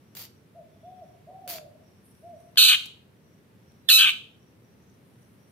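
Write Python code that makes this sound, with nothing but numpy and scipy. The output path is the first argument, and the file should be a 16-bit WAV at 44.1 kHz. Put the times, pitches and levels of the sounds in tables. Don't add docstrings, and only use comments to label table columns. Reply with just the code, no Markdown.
import sys
import numpy as np
from scipy import signal
from scipy.fft import rfft, irfft, next_fast_len
from scipy.io import wavfile
from scipy.ndimage import uniform_filter1d, minimum_filter1d, map_coordinates

SR = 44100
rng = np.random.default_rng(int(sys.argv[2]) if len(sys.argv) > 2 else 0)


def natural_amplitude(level_db):
    exponent = np.asarray(level_db, float) / 20
    return 10 ** exponent


def pcm_store(signal):
    levels = np.round(np.clip(np.atleast_2d(signal), -1, 1) * 32767)
    wavfile.write(sys.argv[1], SR, levels.astype(np.int16).T)


N = 242991

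# start in seconds, length in seconds, low voice in Hz,
# high voice at its crest in Hz, high voice in the opening chirp in Hz.
RASPS = [
    (2.568, .192, 1287, 1509, 1692),
    (3.884, .23, 1314, 1551, 1768),
]


def unit(x):
    return x / np.sqrt(np.mean(x ** 2) + 1e-20)


def along(points, hz):
    f, v = np.transpose(points)
    return np.interp(np.log(hz + 1), np.log(f + 1), v)


def curves(rows):
    s, *columns = np.transpose(rows)
    return [np.interp(np.arange(N) / SR, s, column) for column in columns]


def gated_curves(tables, rise, fall):
    t = np.arange(N) / SR
    gate = 0
    for rows in tables:
        start, end = rows[0][0], rows[-1][0]
        gate = gate + np.clip(np.minimum((t - start) / rise, (end - t) / fall), 0, 1)
    return gate, curves([row for rows in tables for row in rows])


def wobble(rate):
    return map_coordinates(rng.standard_normal(int(N * rate / SR) + 4), [np.arange(N) * rate / SR])


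def filtered(x, response):
    m = next_fast_len(N + SR // 2)
    return irfft(rfft(x, m) * response(np.fft.rfftfreq(m, 1 / SR)), m)[..., :N]


def band(x, low_hz, high_hz):
    return unit(filtered(x, lambda hz: 1 / (1 + (low_hz / (hz + 1)) ** 16) / (1 + (hz / high_hz) ** 16)))


def held(x, low_hz, high_hz):
    y = band(x, low_hz, high_hz)
    return y / np.sqrt(np.abs(uniform_filter1d(y ** 2, size=SR // 60)) + 1e-3)


def bumps(modes):
    return lambda hz: natural_amplitude(sum(db * np.exp(-((hz - centre) / width) ** 2) for centre, width, db in modes))


def pair(spectrum, alike):
    def mid_side(hz):
        turn = np.arccos(np.clip(along(alike, hz), -1, 1)) / 2
        return natural_amplitude(along(spectrum, hz)) * [np.cos(turn), np.sin(turn)]

    mid, side = filtered(rng.standard_normal((2, N)), mid_side)
    return unit(np.array([mid + side, mid - side]))


def traffic_and_air():
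    # frequency in Hz, level in dB per Hz.
    rumble_colour = [(12, -76.5), (20, -45.5), (48, -29), (63, -11.5), (102, -0.5), (205, -3), (305, -9.5),
                     (335, -9.5), (387, -8.5), (900, -24), (1170, -56), (1980, -120)]
    # frequency in Hz, level in dB per Hz.
    air_colour = [(600, -24), (900, -0.5), (2000, -3.5), (5000, -13), (7200, -16.5), (9000, -14.5),
                  (12500, -14.5), (15500, -15.5), (16200, -29.5)]
    # frequency in Hz, left-right likeness from -1 to 1.
    likeness = [(60, 0.55), (130, 0.94), (290, 0.79), (640, 0.37), (1410, -0.11), (3100, 0.25),
                (6820, -0.092), (15000, -0.01)]
    rumble = natural_amplitude(-58.5 + 1.13 + 0.36 * wobble(1.4)) * pair(rumble_colour, likeness)
    hiss = natural_amplitude(-70 + 2.5 + 0.5 * wobble(2.4)) * pair(air_colour, likeness)
    return rumble + hiss


def crickets():
    # middle in seconds, length in seconds, level in dB.
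    trills = [(0.087, 0.25, -80), (0.356, 0.14, -79), (0.827, .26, -81), (1.072, .22, -80), (1.44, .1, -83),
              (1.92, 0.25, -78.5), (2.17, .2, -79.5), (2.44, 0.22, -79), (3.3, 0.25, -81.5),
              (3.725, .19, -78), (4.465, 0.22, -81), (4.7, .2, -82), (4.9, .2, -81), (5.225, .19, -81),
              (5.455, .15, -79.5)]
    # middle in seconds, length in seconds, level in dB, pitch in Hz.
    other_insects = [
        (0.89, .3, -79, 3440),
        (2.38, .36, -89, 8200),
        (5.065, .25, -86, 8930),
        (4.87, .12, -80.5, 6400),
    ]
    t = np.arange(N) / SR
    blur = band(rng.standard_normal((2, N)), 0.92, 200)
    pitched = [(*row, 5720 + 50 * rng.standard_normal()) for row in trills]  # Hz, scattered
    song = 0
    for middle, length, db, hz in pitched + other_insects:
        song = song + natural_amplitude(db - 26 * ((t - middle) / length) ** 2) * np.sin(2 * np.pi * hz * t)
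    return song * blur * natural_amplitude(6.5 + 1.5 * wobble(45))


def squirt(s, hold, db, drift, mist_db):
    pull_s, drip_s = 0.016, 0.049
    steps = [(0, -7), (pull_s, 0), (pull_s + hold, drift * hold),
             (pull_s + hold + drip_s, drift * hold - 23)]
    return [(s + u, db + change, mist_db + 0.3 * change - 51.5 * u) for u, change in steps]


def spray():
    # start in seconds, hold in seconds, level in dB, drift in dB per second,
    # fine mist in dB.
    pulls = [
        (0.15, .074, -43.5, 31, 0),
        (1.476, 0.077, -36.5, -66.5, 0.5),
    ]
    # frequency in Hz, level in dB per Hz.
    nozzle_colour = [(200, -13), (500, -15), (1100, -16.5), (2500, -9.5), (4500, -9), (7000, -12),
                     (9000, -1), (11000, -10.5), (12500, -6), (15000, -3), (16000, -13)]
    # centre in Hz, width in Hz, gain in dB.
    cavity = [(4600, 250, 6), (8000, 250, -14), (11900, 220, 7)]
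    gate, (db, mist_db) = gated_curves([squirt(*row) for row in pulls], rise=0.0011, fall=0.02)
    jet = filtered(pair(nozzle_colour, [(600, 1.0), (3000, 0.074), (15000, 0.1)]), bumps(cavity))
    jet = 0.54 * band(jet, 250, 7800) + natural_amplitude(mist_db) * band(jet, 10000, 17000)
    return gate * natural_amplitude(db + 0.5 + 1.7 * wobble(150) + 1.4 * wobble(600)) * jet


def ticks():
    # start in seconds, peak in dB, highest frequency in Hz.
    spits = [(.151, -39.5, 16000), (0.169, -38.5, 7000), (0.217, -42.5, 16000), (1.477, -34.5, 15980),
             (1.508, -29.5, 15900), (1.539, -39, 16000), (1.584, -36.5, 4000), (2.151, -58, 15950),
             (2.403, -59, 16140), (2.558, -42.5, 3505), (2.857, -39.5, 16000), (2.863, -40, 15990),
             (3.719, -57, 16000), (5.23, -64, 16000)]
    t, out = np.arange(SR // 50) / SR, np.zeros((2, N))
    for s, peak_db, top_hz in spits:
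        bandpass = signal.butter(2, [800, top_hz], "band", fs=SR, output="sos")
        burst = signal.sosfilt(bandpass, rng.standard_normal((2, len(t))))
        out[:, round(s * SR):][:, :len(t)] += natural_amplitude(peak_db - 60 * t / 0.013) * burst / burst.std()
    return out


def coo_note(s, length, top_hz, db, fall):
    rest_hz, swoop_s = 577, 0.021
    pouch_hz, pouch_width_hz = 673, 28.5
    u = np.linspace(0, length, num=40)
    slide_back = np.sin(np.pi / 2 * np.clip((length - u) / fall, 0, 1)) ** 1.9
    hz = rest_hz + (top_hz - rest_hz) * (1 - np.exp(-u / swoop_s)) * slide_back
    throb = np.maximum(0.15, (length > 0.3) * (hz - 670) / 60)
    swell_db = -12.5 * np.exp(-u / 0.016)
    tire_db = -9.5 * u
    level_db = db + swell_db + tire_db - ((hz - pouch_hz) / pouch_width_hz) ** 2
    return list(zip(s + u, hz, level_db, throb))


def dove():
    # start in seconds, length in seconds, top pitch in Hz, level in dB,
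    # falling part in seconds.
    coos = [
        (0.545, 0.087, 760.7, -44.5, .078),
        (0.827, .228, 737, -41.5, .055),
        (1.266, 0.44, 763.8, -41, .34),
        (2.221, .157, 704, -43.5, .075),
    ]
    gate, (hz, db, throb) = gated_curves([coo_note(*row) for row in coos], rise=0.006, fall=0.007)
    flutter = 2 * np.pi * np.cumsum(80 + 50 * wobble(60)) / SR
    throb = np.clip(throb, 0, 1)
    phase = 2 * np.pi * np.cumsum(hz * (1 + 0.004 * wobble(51))) / SR
    phase = phase + 0.85 * throb * np.cos(flutter)
    return gate * natural_amplitude(db) * (1 + 0.75 * throb * np.sin(flutter)) * np.sin(phase)


def feathers():
    # time of the peak in seconds, peak in dB.
    strokes = [
        (2.055, -64),
        (2.402, -73.5),
        (2.56, -93),
        (4.974, -83),
        (5.084, -79),
        (5.206, -76.5),
        (5.33, -82),
        (5.5, -73),
    ]
    # frequency in Hz, level in dB per Hz.
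    feather_colour = [(4120, -61), (7000, -32), (7760, -39), (8080, -9), (9470, 0.5), (13400, -10),
                      (15500, -27)]
    t = np.arange(N) / SR
    brush = sum(natural_amplitude(db + np.minimum(500 * (t - s), 69.5 * (s - t))) for s, db in strokes)
    return brush * natural_amplitude(2 * wobble(76)) * pair(feather_colour, [(9000, 0.2)])


def syrinx():
    # start in seconds, length in seconds, high voice in dB,
    # hoarseness as a share, beat depth from 0 to 1.
    registers = [
        (3.935, .048, -15, .5, .27),
        (3.99, .058, 5, .6, .95),
    ]
    chirp_s, snap_s, sag_s, switch_s = 0.012, 0.004, 0.021, 0.01
    chirp_low_hz, high_start_hz = 1597, 1470
    tired_hz, spent_hz = (1194, 1505), (854, 1302)
    chirp_db, rasp_db, spent_db = 3, -0.5, -4.5
    clean, early, late = (0.02, 0.05, 0.4), (0.03, 0.07, 0.55), (0.042, 0.17, 0.75)
    rows = []
    for s, length, low_hz, crest_hz, chirp_hz in RASPS:
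        rows += [(s, chirp_low_hz, chirp_hz, chirp_db, *clean),
                 (s + chirp_s, chirp_low_hz, chirp_hz, chirp_db, *clean),
                 (s + chirp_s + snap_s, low_hz, high_start_hz, rasp_db, *early),
                 (s + 0.5 * length, low_hz, crest_hz, rasp_db, *late),
                 (s + 0.7 * length, low_hz, crest_hz, rasp_db, *late),
                 (s + length - sag_s, *tired_hz, rasp_db, *late),
                 (s + length, *spent_hz, spent_db, *late)]
    low_hz, high_hz, high_db, unrest, breath, depth = curves(rows)
    t = np.arange(N) / SR
    for s, length, db, hoarse, beat in registers:
        on = np.clip(np.minimum(t - s, s + length - t) / switch_s + 1, 0, 1)
        high_db = high_db + on * (db - high_db)
        depth = depth + on * (beat - depth)
        unrest = unrest * hoarse ** on
        breath = breath * hoarse ** (2.5 * on)
    return low_hz, high_hz, high_db, unrest, breath, depth


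def membrane(hz, unrest):
    phase = 2 * np.pi * np.cumsum(hz * (1 + 1.15 * unrest * wobble(750))) / SR
    return sum(np.cos(k * phase + 2 * np.pi * rng.random()) for k in range(1, 13))


def windpipe(x, elapsed):
    # centre in Hz, width in Hz, gain in dB.
    side_branches = [(2050, 170, -21), (4950, 150, -17), (5900, 230, -17), (7300, 130, -10),
                     (11050, 520, -22)]
    hz, t, z = signal.stft(x, SR, nperseg=512, noverlap=384)
    at, hz = np.minimum((t * SR).astype(int), N - 1), hz[:, None]
    slide = 1.03 + (0.97 - 1.03) * np.clip(elapsed[at] / 0.2, 0, 1)
    dips = []
    for centre, width, db in side_branches:
        depth = np.clip(1 + 0.5 * wobble(25)[at], 0.6, 2)
        dips.append((centre * slide, width, db * depth))
    ceiling_hz = 15700 - 11000 * elapsed[at]
    ceiling = 1 / (1 + (hz / ceiling_hz) ** 80)
    return signal.istft(z * bumps(dips)(hz) * ceiling, SR, nperseg=512, noverlap=384)[1][:N]


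def low_thumps():
    # time in seconds, level in dB.
    thumps = [
        (2.579, -40),
        (2.622, -43),
        (2.862, -49),
        (3.896, -36),
    ]
    t = np.arange(N) / SR
    return sum(natural_amplitude(db) * (1 - 2 * ((t - s) / 0.00054) ** 2) * np.exp(-((t - s) / 0.00032) ** 2)
               for s, db in thumps)


def shrike():
    # time in seconds, level in dB, beak opening in dB.
    effort = [
        [(2.572, -17, -10.5), (2.584, -20, 5), (2.68, -27.5, 4), (2.688, -20, 0), (2.742, -21.5, -13.5),
         (2.765, -30, -8.5)],
        [(3.888, -17.5, -1), (3.899, -21.5, 0.5), (3.955, -27, 8), (4.019, -18.5, -10.5), (4.061, -21.5, -20.5),
         (4.097, -23.5, -16), (4.118, -33.5, -10)],
    ]
    # frequency in Hz, level in dB per Hz.
    throat = [(410, -81.5), (700, -45.5), (1540, -18.5), (2100, -7), (2590, -3.5), (3890, -2.5),
              (4430, -8.5), (4860, -17), (9110, -22.5), (10500, -24), (10900, -41.5), (11800, -18.5),
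              (13500, -13), (15200, -27), (16000, -60)]
    low_hz, high_hz, high_db, unrest, breath, depth = syrinx()
    gate, (db, beak_db) = gated_curves(effort, rise=0.003, fall=0.012)
    turns = []
    for (s, length, *_), facing in zip(RASPS, (-5, 3)):
        turns += [(s, 0, facing), (s + length, length, facing)]
    elapsed, facing_db = curves(turns)
    bright_db = -4.5 + 0.82 * beak_db
    edge_db = -7 + facing_db + 0.6 * beak_db - 40 * elapsed
    low = membrane(low_hz, unrest)
    high = membrane(high_hz, unrest)
    beat_hz = (high_hz - low_hz) * (1 + 6 * unrest * wobble(200))
    beat = 1 + depth * np.cos(2 * np.pi * np.cumsum(beat_hz) / SR)
    tone = unit(low * natural_amplitude(1.1 * wobble(260)) + high * natural_amplitude(high_db + 3.8 * wobble(200)))
    source = np.sqrt(1 - breath) * tone + np.sqrt(breath) * rng.standard_normal(N)
    voice = filtered(source, lambda hz: natural_amplitude(along(throat, hz)))
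    body = held(beat * voice, 300, 3500) + natural_amplitude(beak_db) * held(np.sqrt(beat) * voice, 3500, 5000)
    shine = natural_amplitude(bright_db) * held(voice, 5000, 13300)
    shine = shine + natural_amplitude(bright_db + edge_db) * held(voice, 13300, 15500)
    return gate * natural_amplitude(db) * windpipe(body + shine, elapsed) + low_thumps()


def at_the_phone(bird):
    # frequency in Hz, left over right in dB.
    pan = [(700, 4.5), (1400, 3), (2300, 3.5), (2700, -3), (3100, 6.5), (3500, -3.5), (3900, -3),
           (4400, -8.5), (5200, 0.5), (7200, 6.5), (9000, 11), (13000, 1.5)]
    # frequency in Hz, lead of the left in radians.
    lead = [(0, -2.5), (2500, 1.23), (2930, 1.36), (3450, 0.5), (4050, -6), (4740, -2.5), (7060, -2),
            (9220, -5.5), (11700, -1), (12100, -5.5), (12600, -10.5), (12900, -8), (14000, -8),
            (15800, -7.5)]
    half = np.array([[0.5], [-0.5]])
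    return filtered(bird, lambda hz: natural_amplitude(3.5 + half * along(pan, hz)) * np.exp(1j * half * along(lead, hz)))


def room(x, stretch, delay):
    # frequency in Hz, time to fall 60 dB in seconds.
    porch_decay = [(600, 0.72), (1500, 0.28), (3000, 0.38), (6000, .35), (12000, .3), (14300, 0.1)]
    out, step = np.zeros((2, N + 2 * SR)), SR // 2
    for start in range(0, N, step):
        hz, t, z = signal.stft(rng.standard_normal((2, SR // 2)), SR, nperseg=256)
        decay = natural_amplitude(-60 * t / (stretch * along(porch_decay, hz)[:, None]))
        tail = signal.istft(z * decay, SR, nperseg=256)[1]
        wet = signal.fftconvolve(x[None, start:start + step], tail / np.linalg.norm(tail[0]), axes=1)
        out[:, start + int(delay * SR):][:, :wet.shape[1]] += wet
    return out[:, :N]


def scene():
    background = traffic_and_air() + crickets() + feathers()
    small = spray() + ticks()
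    coo = dove()
    bird = shrike()
    porch = natural_amplitude(-8) * room(bird, stretch=1.087, delay=0.0037)
    porch = porch + natural_amplitude(-11) * room(small[0], stretch=0.9, delay=0.004)
    yard = natural_amplitude(1.5) * coo + natural_amplitude(-6) * room(coo, stretch=1.2, delay=0.018)
    return at_the_phone(bird) + small + porch + yard + background


def band_limit(x):
    return signal.sosfilt(signal.butter(12, 16270, fs=SR, output="sos"), x)


def record(dry):
    need = np.minimum(1, 0.75 / (np.abs(dry).max(axis=0) + 1e-9))
    gain = uniform_filter1d(minimum_filter1d(need, size=180), size=180)
    mix = filtered(dry * gain, lambda hz: 1 / (1 + (hz / 15800) ** 60))
    return band_limit(mix)


dry = scene()
out = record(dry)
pcm_store(out)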